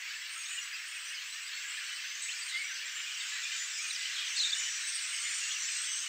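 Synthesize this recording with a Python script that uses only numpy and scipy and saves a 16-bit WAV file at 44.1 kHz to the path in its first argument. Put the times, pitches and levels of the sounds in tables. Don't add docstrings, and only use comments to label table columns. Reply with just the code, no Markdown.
import sys
import numpy as np
from scipy import signal
from scipy.fft import rfft, irfft
from scipy.io import wavfile
from scipy.ndimage import uniform_filter1d

SR = 44100
rng = np.random.default_rng(int(sys.argv[2]) if len(sys.argv) > 2 else 0)


def master(y):
    cut = np.clip(np.atleast_2d(y).T, -1, 1)
    pcm = np.round(cut * 32767)
    wavfile.write(sys.argv[1], SR, pcm.astype(np.int16))


N = 268436


def gain_of(db):
    return 10 ** (np.asarray(db) / 20)


def evened(x):
    return x / np.sqrt(np.mean(abs(x) ** 2) + 1e-20)


def coloured(x, points):
    hz, db = np.transpose(points)
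    log_hz = np.log(np.fft.rfftfreq(N, 1 / SR) + 1)
    curve_db = np.interp(log_hz, np.log(hz), db, -120, -120)
    return evened(irfft(rfft(x) * gain_of(curve_db), N))


def add(mix, start_s, sound):
    part = mix[round(start_s * SR):][:len(sound)]
    part += sound[:len(part)]


def air(level_db=-75, gust_db=2.8, gusts_per_s=7):
    # pitch_hz, relative_level_db
    air_colour = [(18, -55), (30, -30), (64, -22.5), (217, -28), (573, -9.5), (673, -15.5), (802, -24.5),
                  (1000, 1.5), (1300, -25.5), (2200, -120)]
    hz = np.fft.rfftfreq(N, 1 / SR)
    spectrum = rfft(coloured(rng.standard_normal(N), air_colour))
    edges_hz = [0, 110, 250, 450, 700, SR]
    gusts = rng.standard_normal((50, 5)).T
    gust_steps = np.arange(N) / SR * gusts_per_s
    rumble = np.zeros(N)
    for gust, low_hz, high_hz in zip(gusts, edges_hz, edges_hz[1:]):
        band = irfft(spectrum * ((hz >= low_hz) & (hz < high_hz)), N)
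        swell_db = gust_db * np.interp(gust_steps, np.arange(50), gust)
        rumble += gain_of(level_db + swell_db) * band
    return rumble


def note(length_s, first_hz, middle_hz, last_hz, hoarse_hz,
         shake=0.419, throb_db=4.5, rise=0.78, fullness=0.56):
    size = max(round(length_s * SR), 64)
    u = np.arange(size) / size
    hz = first_hz * (1 - u) * (1 - 2 * u) + 4 * middle_hz * u * (1 - u) + last_hz * u * (2 * u - 1)

    steps = np.arange(int(length_s * 2000) + 4)
    pitch_walk, level_walk = rng.standard_normal((len(steps), 2)).T
    flutter_hz = np.clip(.04 * middle_hz + 1.5 * hoarse_hz, 20, 2000)
    at = u * length_s * flutter_hz
    deviation_hz = shake * (hoarse_hz + .012 * middle_hz)
    hz = hz + deviation_hz * np.interp(at, steps, np.clip(pitch_walk, -1.5, 1.5))

    throb_depth_db = throb_db * np.tanh(0.17 + hoarse_hz / 100)
    throb = gain_of(throb_depth_db * np.interp(at, steps, level_walk))
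    tone = throb * np.sin(2 * np.pi * np.cumsum(hz) / SR)
    flatness = fullness * min(np.sqrt(0.029 / length_s), 1)
    return evened(tone * np.sin(np.pi * u ** rise) ** flatness)


def patchy(x, patch_db):
    spectrogram = signal.stft(x, nperseg=512)[2]
    patches = rng.standard_normal(spectrogram.shape[::-1]).T
    for _ in range(2):
        patches = uniform_filter1d(patches, size=5, axis=0)
        patches = uniform_filter1d(patches, size=14, axis=1)
    uneven = spectrogram * gain_of(patch_db * evened(patches))
    return evened(signal.istft(uneven, nperseg=512)[1][:N])


def register(k, spread_db=2.5, bend=.09, blur_db=2.0):
    # lowest_hz, highest_hz
    pitch_ranges = [(1100, 3400), (3400, 5400), (5400, 8800)]
    call_rates = [260, 130, 150]
    shortest_s = [.015, .015, .035]
    hoarsest_hz = [349, 711, 496]
    patch_depths_db = [1.2, 2.2, 2.5]
    low_hz, high_hz = pitch_ranges[k]
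    calls = np.zeros(N)
    chances = rng.random((round(call_rates[k] * N / SR), 6))
    for when, pitch, length, size, glide, rasp in chances:
        hz = low_hz + (high_hz - low_hz) * pitch
        step = 1 + bend * np.tan(2.6 * (glide - .5)) / 3
        length_s = shortest_s[k] * 4.0 ** length
        hoarse_hz = hoarsest_hz[k] * rasp ** 1.483
        call = note(length_s, hz / step, hz, hz * step ** 0.53, hoarse_hz)
        add(calls, when * N / SR, gain_of(-spread_db * np.log(size + 0.15)) * call)

    band = [(low_hz - 300, -30), (low_hz, 0), (high_hz, 0), (high_hz + 300, -30)]
    if k == 0:
        band[0] = (500, -1)
    if k == 2:
        band[-1] = (9900, -1)
    blur = patchy(coloured(rng.standard_normal(N), band), patch_depths_db[k])
    return evened(calls) + gain_of(blur_db) * blur


def roost():
    # time_s, low_chatter_level_db, rattle_level_db, high_whistle_level_db
    roost_levels = [(0.0, -42, -47, -47.5), (0.4, -43, -48, -49.5), (0.83, -42, -49, -48.5),
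                    (1.5, -41.5, -47.5, -47), (2.25, -41, -45.5, -47), (2.5, -41, -44.5, -46.5),
                    (2.83, -40.5, -47.5, -47), (3.12, -39.5, -45.5, -43), (3.39, -39.5, -43.5, -44),
                    (3.59, -41.5, -42, -41), (3.78, -41, -47, -42), (4.14, -39.5, -40, -43),
                    (4.54, -39, -45.5, -39.5), (4.97, -40.5, -41.5, -43), (5.37, -39.5, -42.5, -39),
                    (5.76, -41, -41.5, -42), (6.09, -42, -45, -42)]
    # pitch_hz, relative_level_db
    chorus_colour = [(350, -62), (600, -32), (804, -27), (1130, -14.5), (1720, -1.5), (2810, -0.5),
                     (3460, -4.5), (5860, -6.5), (6740, -9), (7850, -8), (8520, -16.5), (9800, -31),
                     (12700, -61), (21600, -120)]
    time_s, *levels_db = np.transpose(roost_levels)
    t = np.arange(N) / SR
    flock = np.zeros(N)
    for k, level_db in enumerate(levels_db):
        swell = gain_of(np.interp(t, time_s, level_db))
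        flock += swell * coloured(register(k), chorus_colour)
    return flock


def trees(x, t60_s=0.97, gap_s=0.0074):
    taps = np.zeros(SR // 2)
    at = np.arange(0, len(taps) - 22, 22) + rng.integers(0, 22, (len(taps) - 1) // 22)
    taps[at] = rng.choice([-1., 1.], len(at))
    t = np.arange(len(taps)) / SR
    taps *= gain_of(-60 * t / t60_s) * (t > gap_s)
    return signal.oaconvolve(x, taps / np.linalg.norm(taps))[:N]


def phrase(curve, shake_hz, throb_db):
    time_s, hz, db = np.transpose(curve)
    t = np.arange(time_s[0], time_s[-1], 1 / SR)
    shake = evened(uniform_filter1d(rng.standard_normal(len(t)), size=60))
    throb = evened(uniform_filter1d(rng.standard_normal(len(t)), size=200))
    pitch_hz = np.interp(t, time_s, hz) + shake_hz * shake
    tone = np.sqrt(2) * np.sin(2 * np.pi * np.cumsum(pitch_hz) / SR)
    level = gain_of(np.interp(t, time_s, db) + throb_db * throb)
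    return time_s[0], level * tone * signal.windows.tukey(len(t), .1)


def soloists(far_db=-42, nearness=0.34, phrase_sent_db=-4, scatter_db=-6.0):
    # start_s, length_s, first_pitch_hz, last_pitch_hz, level_db, hoarseness_hz
    notes = [(0.016, .017, 1980, 2040, -51, 30), (.057, 0.018, 2210, 2130, -48, 30),
             (0.046, .033, 2413, 2450, -49, 20), (0.082, 0.049, 4700, 4720, -55, 97),
             (0.073, 0.033, 2400, 2100, -47, 20), (0.135, 0.037, 2490, 2770, -49, 110),
             (0.153, 0.028, 1803, 1660, -50, 18), (0.263, 0.022, 1710, 1890, -53, 30),
             (0.285, 0.015, 1840, 1690, -53, 30), (0.356, 0.035, 1280, 1424, -52, 29),
             (.55, 0.019, 1925, 2030, -45.5, 30), (0.647, 0.018, 2100, 2000, -53, 30),
             (0.86, .027, 2630, 2260, -52, 30), (0.954, 0.026, 2605, 2500, -48, 28),
             (0.098, 0.04, 1620, 1790, -51, 36), (0.201, .029, 3980, 6200, -53, 1200),
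             (0.216, 0.024, 2110, 1990, -49, 40), (0.294, 0.16, 8570, 8330, -50.5, 510),
             (0.368, 0.075, 6840, 6340, -50, 84), (.447, .035, 6270, 6650, -48.5, 150),
             (.6, .1, 7950, 7870, -54, 90), (.228, .03, 3970, 3970, -55, 60),
             (0.248, 0.05, 4560, 4510, -54, 340), (0.4, 0.06, 8180, 8000, -51, 90),
             (.465, .115, 8080, 8120, -49, 160), (0.421, 0.028, 3990, 5540, -50, 190),
             (0.479, 0.14, 6960, 7150, -48, 260), (0.455, 0.045, 3640, 3660, -49.5, 210),
             (0.507, 0.044, 3070, 2600, -48, 46), (0.527, 0.053, 1880, 1990, -58, 15),
             (0.573, 0.037, 2950, 2763, -40, 30), (.615, 0.03, 5760, 5980, -46.5, 90),
             (.75, .07, 7600, 7700, -57, 120), (0.728, 0.03, 4860, 4900, -48, 40),
             (0.746, 0.026, 2690, 2550, -45, 68), (0.78, 0.022, 2560, 2370, -50, 30),
             (0.796, 0.016, 2225, 2120, -47, 30), (0.855, 0.07, 8380, 8750, -53, 120),
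             (.93, .1, 8700, 8300, -53, 100), (1.04, .1, 8500, 8600, -54, 200),
             (0.914, 0.074, 2660, 2450, -50, 63), (1.05, 0.06, 6080, 5920, -50, 290),
             (1.103, 0.024, 2910, 2810, -46.5, 26), (1.126, 0.022, 2550, 2550, -49, 30),
             (1.143, 0.022, 5050, 4750, -47, 600), (1.087, .016, 4900, 4900, -51, 80),
             (1.16, .024, 4350, 4280, -51, 80), (1.513, .016, 3800, 4050, -51, 60),
             (1.47, .035, 3700, 3650, -52, 120), (1.575, .02, 5400, 5250, -52, 80),
             (1.21, 0.035, 4250, 4180, -54, 110), (1.32, 0.022, 3950, 4100, -49, 80),
             (1.169, 0.035, 3000, 2940, -46.5, 30), (1.26, 0.1, 7800, 8050, -54, 150),
             (1.401, .097, 7900, 7850, -52, 310), (1.405, 0.075, 2120, 2090, -53, 55),
             (1.979, .033, 2710, 2660, -47, 40), (2.378, .022, 2400, 2430, -49, 30),
             (2.968, .016, 1840, 1780, -46.5, 30), (3.058, .045, 2550, 2340, -46, 76),
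             (2.959, 0.052, 2950, 2850, -48, 120), (3.104, 0.029, 3190, 2850, -46, 150),
             (1.54, 0.07, 7520, 7550, -52, 180), (1.47, 0.016, 4830, 4800, -47, 61),
             (1.528, 0.033, 4400, 4340, -47.5, 60), (1.563, .022, 4300, 4600, -51, 60),
             (1.56, 0.02, 2370, 2300, -54, 33), (1.572, 0.017, 2200, 2090, -44, 30),
             (1.593, 0.03, 2770, 2720, -51, 30), (1.612, 0.041, 2760, 2050, -48, 20),
             (1.639, 0.022, 2700, 2820, -50, 36), (1.697, 0.043, 3300, 3150, -52, 37),
             (1.74, .025, 3020, 3050, -52, 44), (1.632, 0.051, 1644, 1620, -51, 45),
             (1.675, 0.065, 7830, 7800, -52, 150), (1.65, 0.12, 7140, 7600, -52.5, 490),
             (1.7, 0.12, 8400, 8500, -54, 150), (1.83, .08, 8050, 8150, -54, 150),
             (1.92, .07, 8450, 8450, -53, 120), (1.771, 0.03, 1780, 1725, -46, 20),
             (1.829, 0.023, 2850, 2600, -51, 30), (1.768, 0.03, 3440, 4570, -52, 1200),
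             (1.835, 0.023, 3180, 3100, -53, 35), (1.887, 0.096, 2960, 3046, -49, 61),
             (1.886, 0.034, 2620, 2710, -51, 40), (2.02, 0.17, 6050, 6300, -51, 130),
             (2.041, 0.033, 1480, 1810, -49.5, 47), (2.15, 0.2, 6400, 6780, -49.5, 840),
             (2.2, 0.16, 7750, 7690, -49.5, 690), (2.218, 0.042, 8000, 7980, -42.5, 120),
             (2.352, 0.035, 2713, 1815, -50, 53), (2.37, 0.15, 8420, 8600, -51.5, 100),
             (2.55, .09, 8650, 8700, -56, 60), (2.393, .033, 7800, 7680, -47, 80),
             (2.62, .055, 7600, 7660, -50, 70), (2.485, .02, 7000, 6350, -49, 150),
             (2.705, .06, 6100, 6200, -49, 250), (2.955, .04, 7400, 7520, -49, 80),
             (2.418, 0.027, 4700, 4570, -47, 380), (2.521, 0.01, 1960, 2000, -42, 40),
             (2.314, 0.043, 2750, 2770, -51, 120), (2.481, 0.096, 4120, 3396, -46, 600),
             (2.52, 0.12, 4700, 4320, -51, 370), (2.63, 0.12, 5830, 5800, -50, 110),
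             (2.74, 0.065, 4500, 5350, -46.5, 1900), (2.827, 0.032, 2310, 2360, -47, 41),
             (2.852, 0.025, 7800, 6800, -50, 300), (2.858, .03, 7560, 7620, -50, 60),
             (2.893, 0.17, 7150, 7250, -50.5, 260), (3.025, 0.04, 2910, 2830, -46, 50),
             (3.135, 0.022, 5870, 5660, -48, 100), (3.204, 0.013, 3720, 3750, -42, 100),
             (3.212, .022, 3700, 2700, -46, 150), (3.14, .04, 3000, 3150, -48, 250),
             (3.35, .022, 2540, 2390, -49, 40), (3.38, 0.028, 1894, 1880, -46.5, 40),
             (3.45, .04, 2774, 2790, -49, 60), (3.17, 0.05, 7600, 7750, -50, 250),
             (3.33, .05, 7350, 7300, -51, 200), (3.229, 0.04, 2610, 2610, -45, 300),
             (3.165, .08, 4620, 4580, -50, 40), (3.32, 0.03, 1760, 1730, -46, 60),
             (3.285, .03, 7480, 7450, -48, 90), (3.22, .03, 8350, 8350, -50, 90),
             (3.395, .03, 7300, 7280, -50.5, 80), (3.428, 0.028, 3610, 3540, -44.5, 110),
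             (3.433, 0.018, 6900, 6980, -44, 50), (3.437, 0.05, 2400, 2470, -42.5, 40),
             (3.548, 0.018, 2200, 2500, -44, 100), (3.567, 0.018, 2700, 2900, -49, 75),
             (3.5, 0.03, 2523, 2250, -45, 150), (3.508, 0.025, 3100, 2600, -45, 200),
             (3.518, 0.02, 2050, 2100, -45, 60), (3.535, .025, 3150, 2950, -47, 80),
             (3.682, 0.2, 5930, 5850, -51, 410), (3.728, 0.11, 5120, 5040, -47, 490),
             (3.76, 0.11, 6980, 6280, -47.5, 540), (3.745, 0.032, 2566, 2510, -49.5, 30),
             (3.925, .025, 2500, 2380, -50, 40), (3.838, 0.018, 2890, 2830, -47, 44),
             (3.865, 0.07, 8620, 8600, -47, 70), (3.82, .035, 8550, 8620, -50, 100),
             (3.84, 0.07, 6150, 6120, -50, 92), (3.935, .045, 6050, 6100, -48, 150),
             (3.899, 0.013, 3900, 4100, -41, 290), (3.908, 0.011, 4100, 3400, -39.5, 230),
             (3.916, .038, 5800, 5770, -47, 560), (3.95, 0.021, 5280, 4880, -41, 500),
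             (3.957, 0.091, 2020, 2023, -48, 33), (3.996, 0.085, 2750, 3240, -53, 270),
             (4.051, 0.024, 2875, 3220, -41, 270), (4.068, .02, 3110, 3050, -51, 60),
             (4.07, 0.041, 2130, 1930, -52, 60), (4.13, 0.078, 4210, 3870, -48, 480),
             (4.183, 0.02, 3300, 3250, -38, 120), (4.16, .025, 3350, 3200, -45, 300),
             (4.395, .02, 3700, 3800, -40, 300), (4.475, .02, 3500, 3500, -41, 600),
             (4.191, 0.033, 3110, 2340, -45, 40), (4.203, 0.02, 3400, 3800, -45, 200),
             (4.235, .015, 3200, 3200, -45, 150), (4.246, 0.063, 6100, 6000, -47, 250),
             (4.27, 0.028, 3900, 3050, -44, 250), (4.301, 0.19, 6150, 6020, -49, 57),
             (4.316, 0.13, 7320, 7150, -48.5, 490), (4.359, 0.075, 6680, 6600, -49, 102),
             (4.435, .08, 6480, 6680, -46, 120), (4.36, 0.025, 8550, 6500, -42, 520),
             (4.366, 0.029, 4240, 4280, -36, 480), (4.387, 0.011, 5120, 4720, -36, 200),
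             (4.391, 0.016, 4320, 4030, -32.5, 60), (4.404, 0.014, 4040, 4160, -31.5, 30),
             (4.415, 0.0088, 4420, 4100, -36, 66), (4.422, .009, 3920, 3880, -32.5, 30),
             (4.432, 0.0076, 4120, 3470, -30.5, 66), (4.438, 0.022, 3520, 3810, -32, 40),
             (4.459, 0.011, 3830, 3680, -36, 40), (4.471, 0.0059, 3970, 3420, -34.5, 54),
             (4.491, 0.012, 3970, 4350, -40, 200), (4.503, 0.0096, 4550, 4840, -37.5, 140),
             (4.428, .014, 4450, 4500, -42, 140), (4.35, .03, 3760, 3700, -43, 190),
             (4.548, .03, 2900, 3000, -43, 100), (4.58, .1, 2950, 2990, -46, 112),
             (4.52, 0.016, 3450, 3530, -34.5, 40), (4.531, 0.0089, 3560, 3770, -30.5, 33),
             (4.541, 0.0057, 3830, 3370, -38, 80), (4.572, 0.07, 7050, 7000, -41, 170),
             (4.53, .04, 6800, 6830, -46, 200), (4.64, .035, 7100, 7200, -45, 100),
             (4.565, 0.09, 6150, 5950, -47, 200), (4.624, 0.18, 6080, 5780, -46, 490),
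             (4.72, 0.075, 6950, 7050, -50, 120), (4.548, .06, 8600, 8550, -50, 120),
             (4.37, .09, 8150, 8200, -51, 130), (4.01, .025, 7900, 7850, -50, 100),
             (4.16, .03, 7200, 7250, -50, 200), (4.44, .09, 7550, 7500, -52, 150),
             (4.687, 0.04, 1738, 1830, -53, 44), (4.771, 0.031, 2420, 2370, -48, 73),
             (4.78, 0.068, 2920, 2760, -49, 190), (5.232, 0.062, 2950, 2990, -49.5, 87),
             (5.745, 0.058, 2710, 2880, -48, 45), (4.795, 0.11, 8200, 7800, -47.5, 420),
             (4.838, 0.1, 6350, 5950, -48, 110), (4.805, 0.075, 3900, 3900, -49, 120),
             (4.867, 0.048, 8400, 8500, -41.5, 200), (4.935, .048, 8330, 8340, -41, 200),
             (4.88, 0.22, 8510, 8670, -50.5, 390), (4.977, 0.025, 2930, 2920, -45, 39),
             (4.95, 0.035, 8520, 8620, -47, 220), (4.982, 0.016, 4200, 4480, -44, 200),
             (4.935, .018, 4900, 5200, -48, 200), (5.18, .08, 4480, 4430, -51, 90),
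             (5.27, .045, 4200, 4220, -50, 90), (5.255, .03, 3600, 3750, -48, 200),
             (5.512, .018, 4300, 3900, -46, 300), (5.15, .025, 5450, 5520, -48, 90),
             (5.012, 0.067, 7600, 7780, -45, 120), (5.035, 0.03, 2650, 2350, -45, 150),
             (5.08, 0.098, 8490, 8540, -46, 70), (5.19, 0.074, 8450, 8420, -45, 105),
             (5.125, 0.03, 2900, 3100, -45, 250), (5.17, .03, 2850, 3000, -44, 200),
             (5.125, .02, 2250, 2100, -48, 50), (5.121, 0.087, 7960, 8120, -47, 410),
             (5.148, 0.065, 6420, 6400, -48, 80), (4.89, .04, 6700, 6750, -53, 20),
             (4.868, 0.046, 5980, 5950, -49, 90), (5.216, 0.076, 7060, 7100, -43.5, 120),
             (5.296, .075, 7150, 7100, -45, 93), (5.232, 0.055, 2120, 2190, -45, 86),
             (5.23, .035, 3280, 3420, -48, 80), (5.246, 0.21, 8870, 8660, -56, 280),
             (5.285, 0.13, 8560, 8500, -47.5, 75), (5.299, .1, 8330, 8360, -49, 76),
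             (5.343, 0.056, 5980, 5880, -48, 36), (5.354, .096, 6930, 7440, -52, 180),
             (5.381, .028, 2410, 2450, -50, 34), (5.404, 0.13, 6750, 6870, -44.5, 520),
             (5.41, 0.065, 2720, 2760, -46, 150), (5.475, .045, 2800, 2810, -44, 60),
             (5.5, 0.14, 5960, 5860, -46, 220), (5.504, .044, 3200, 3360, -43, 530),
             (5.535, 0.04, 2796, 2780, -46, 90), (5.6, 0.16, 5790, 4800, -49, 54),
             (5.62, 0.064, 7150, 7500, -45, 420), (5.597, 0.065, 5980, 6080, -44, 260),
             (5.68, 0.03, 3030, 3000, -46, 80), (5.675, 0.045, 2690, 2360, -45.5, 87),
             (5.709, 0.096, 5930, 5890, -47.5, 126), (5.702, 0.09, 8380, 8360, -44, 66),
             (5.785, .085, 8400, 8200, -43.5, 100), (5.831, 0.045, 7280, 7220, -49, 90),
             (5.76, 0.051, 7830, 7880, -48, 120), (5.686, .025, 6200, 6250, -46, 140),
             (5.44, 0.07, 7920, 7950, -48, 90), (5.655, 0.048, 7670, 7800, -45, 93),
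             (5.582, 0.045, 8120, 8170, -50, 140), (6.014, 0.057, 8400, 8430, -49.5, 60),
             (5.833, 0.019, 3230, 3450, -43, 40), (5.855, 0.035, 3160, 3150, -47, 220),
             (5.895, 0.017, 3250, 3430, -46, 50), (5.85, 0.14, 6280, 5970, -44.5, 340),
             (5.875, 0.047, 2920, 2930, -46.5, 40), (5.921, .06, 2870, 3020, -47, 58),
             (5.91, 0.11, 8200, 8200, -45, 200), (5.854, 0.041, 8150, 8000, -43, 190),
             (5.919, 0.066, 8030, 7730, -47, 290), (5.93, 0.014, 3350, 3050, -42, 60),
             (5.944, 0.095, 6330, 6420, -43.5, 360), (6.014, 0.065, 3050, 2965, -48.5, 46)]
    # time_s, pitch_hz, level_db
    sweep = [(2.245, 1858, -54), (2.265, 2334, -53), (2.283, 2546, -47), (2.295, 2675, -38.5),
             (2.31, 3223, -45), (2.322, 4020, -42.5), (2.335, 4350, -43)]
    whistle = [(2.53, 1987, -47), (2.545, 2099, -36), (2.563, 2078, -35), (2.582, 2170, -40),
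               (2.603, 2273, -39.5), (2.622, 2160, -39.5), (2.636, 2107, -44), (2.641, 2270, -42),
               (2.658, 2263, -42), (2.668, 2387, -45), (2.676, 2214, -57), (2.69, 2023, -48),
               (2.696, 1850, -44), (2.703, 1674, -48), (2.72, 1540, -47), (2.736, 1580, -48)]
    arch = [(3.78, 2330, -51), (3.79, 2260, -45), (3.806, 2390, -41), (3.816, 2516, -51),
            (3.826, 2620, -46), (3.836, 2510, -45), (3.862, 2446, -43.5), (3.874, 2360, -49),
            (3.886, 2500, -46), (3.892, 2480, -55)]
    pipe = [(3.516, 5750, -52), (3.523, 5850, -46), (3.532, 6050, -51), (3.546, 6950, -54),
            (3.557, 7130, -45), (3.578, 6990, -44), (3.62, 7100, -44), (3.648, 7150, -43),
            (3.656, 7150, -51), (3.668, 7320, -48), (3.679, 7400, -58), (3.69, 7430, -51),
            (3.745, 7530, -52), (3.765, 7000, -51)]
    warble = [(3.25, 7300, -56), (3.264, 6900, -50), (3.278, 7300, -57), (3.294, 6700, -48),
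              (3.308, 7200, -55), (3.322, 6680, -49), (3.336, 7300, -49), (3.352, 6650, -53),
              (3.372, 6750, -49), (3.39, 6400, -51)]
    direct, sent = np.zeros((2, N))
    for start_s, length_s, first_hz, last_hz, db, hoarse_hz in notes:
        call = note(length_s, first_hz, (first_hz + last_hz) / 2, last_hz, hoarse_hz)
        add(direct, start_s, gain_of(db) * call)
        add(sent, start_s, gain_of(db - nearness * max(db - far_db, 0)) * call)

    lines = [(sweep, 100, 2), (whistle, 25, 0.88), (arch, 25, 1.2), (pipe, 30, 1.2), (warble, 50, 1.5)]
    for curve, shake_hz, throb_db in lines:
        start_s, call = phrase(curve, shake_hz, throb_db)
        add(direct, start_s, call)
        add(sent, start_s, gain_of(phrase_sent_db) * call)
    return direct + gain_of(scatter_db) * trees(sent)


def scene():
    far = roost()
    far_scattered = far + gain_of(-9.5) * trees(far)
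    birds = soloists() + gain_of(-2.5) * far_scattered
    bass_cut = signal.butter(6, 600, "high", fs=SR, output="sos")
    birds = signal.sosfilt(bass_cut, birds)
    return np.tile(birds + air(), (2, 1))


def record(dry, hiss_db=-63.5, edge_hz=15750):
    # pitch_hz, relative_level_db
    hiss_colour = [(5470, -21), (9300, -8), (11000, -7), (13600, -4), (15100, 3.5), (15700, -4.5)]
    hiss = coloured(rng.standard_normal(N), [*hiss_colour, (17000, 0)])
    mono = dry + gain_of(hiss_db) * hiss
    band_limit = signal.firwin(1023, edge_hz, window=("kaiser", 9), fs=SR)
    return signal.oaconvolve(mono, band_limit[None], "same")


dry = scene()
out = record(dry)
master(out)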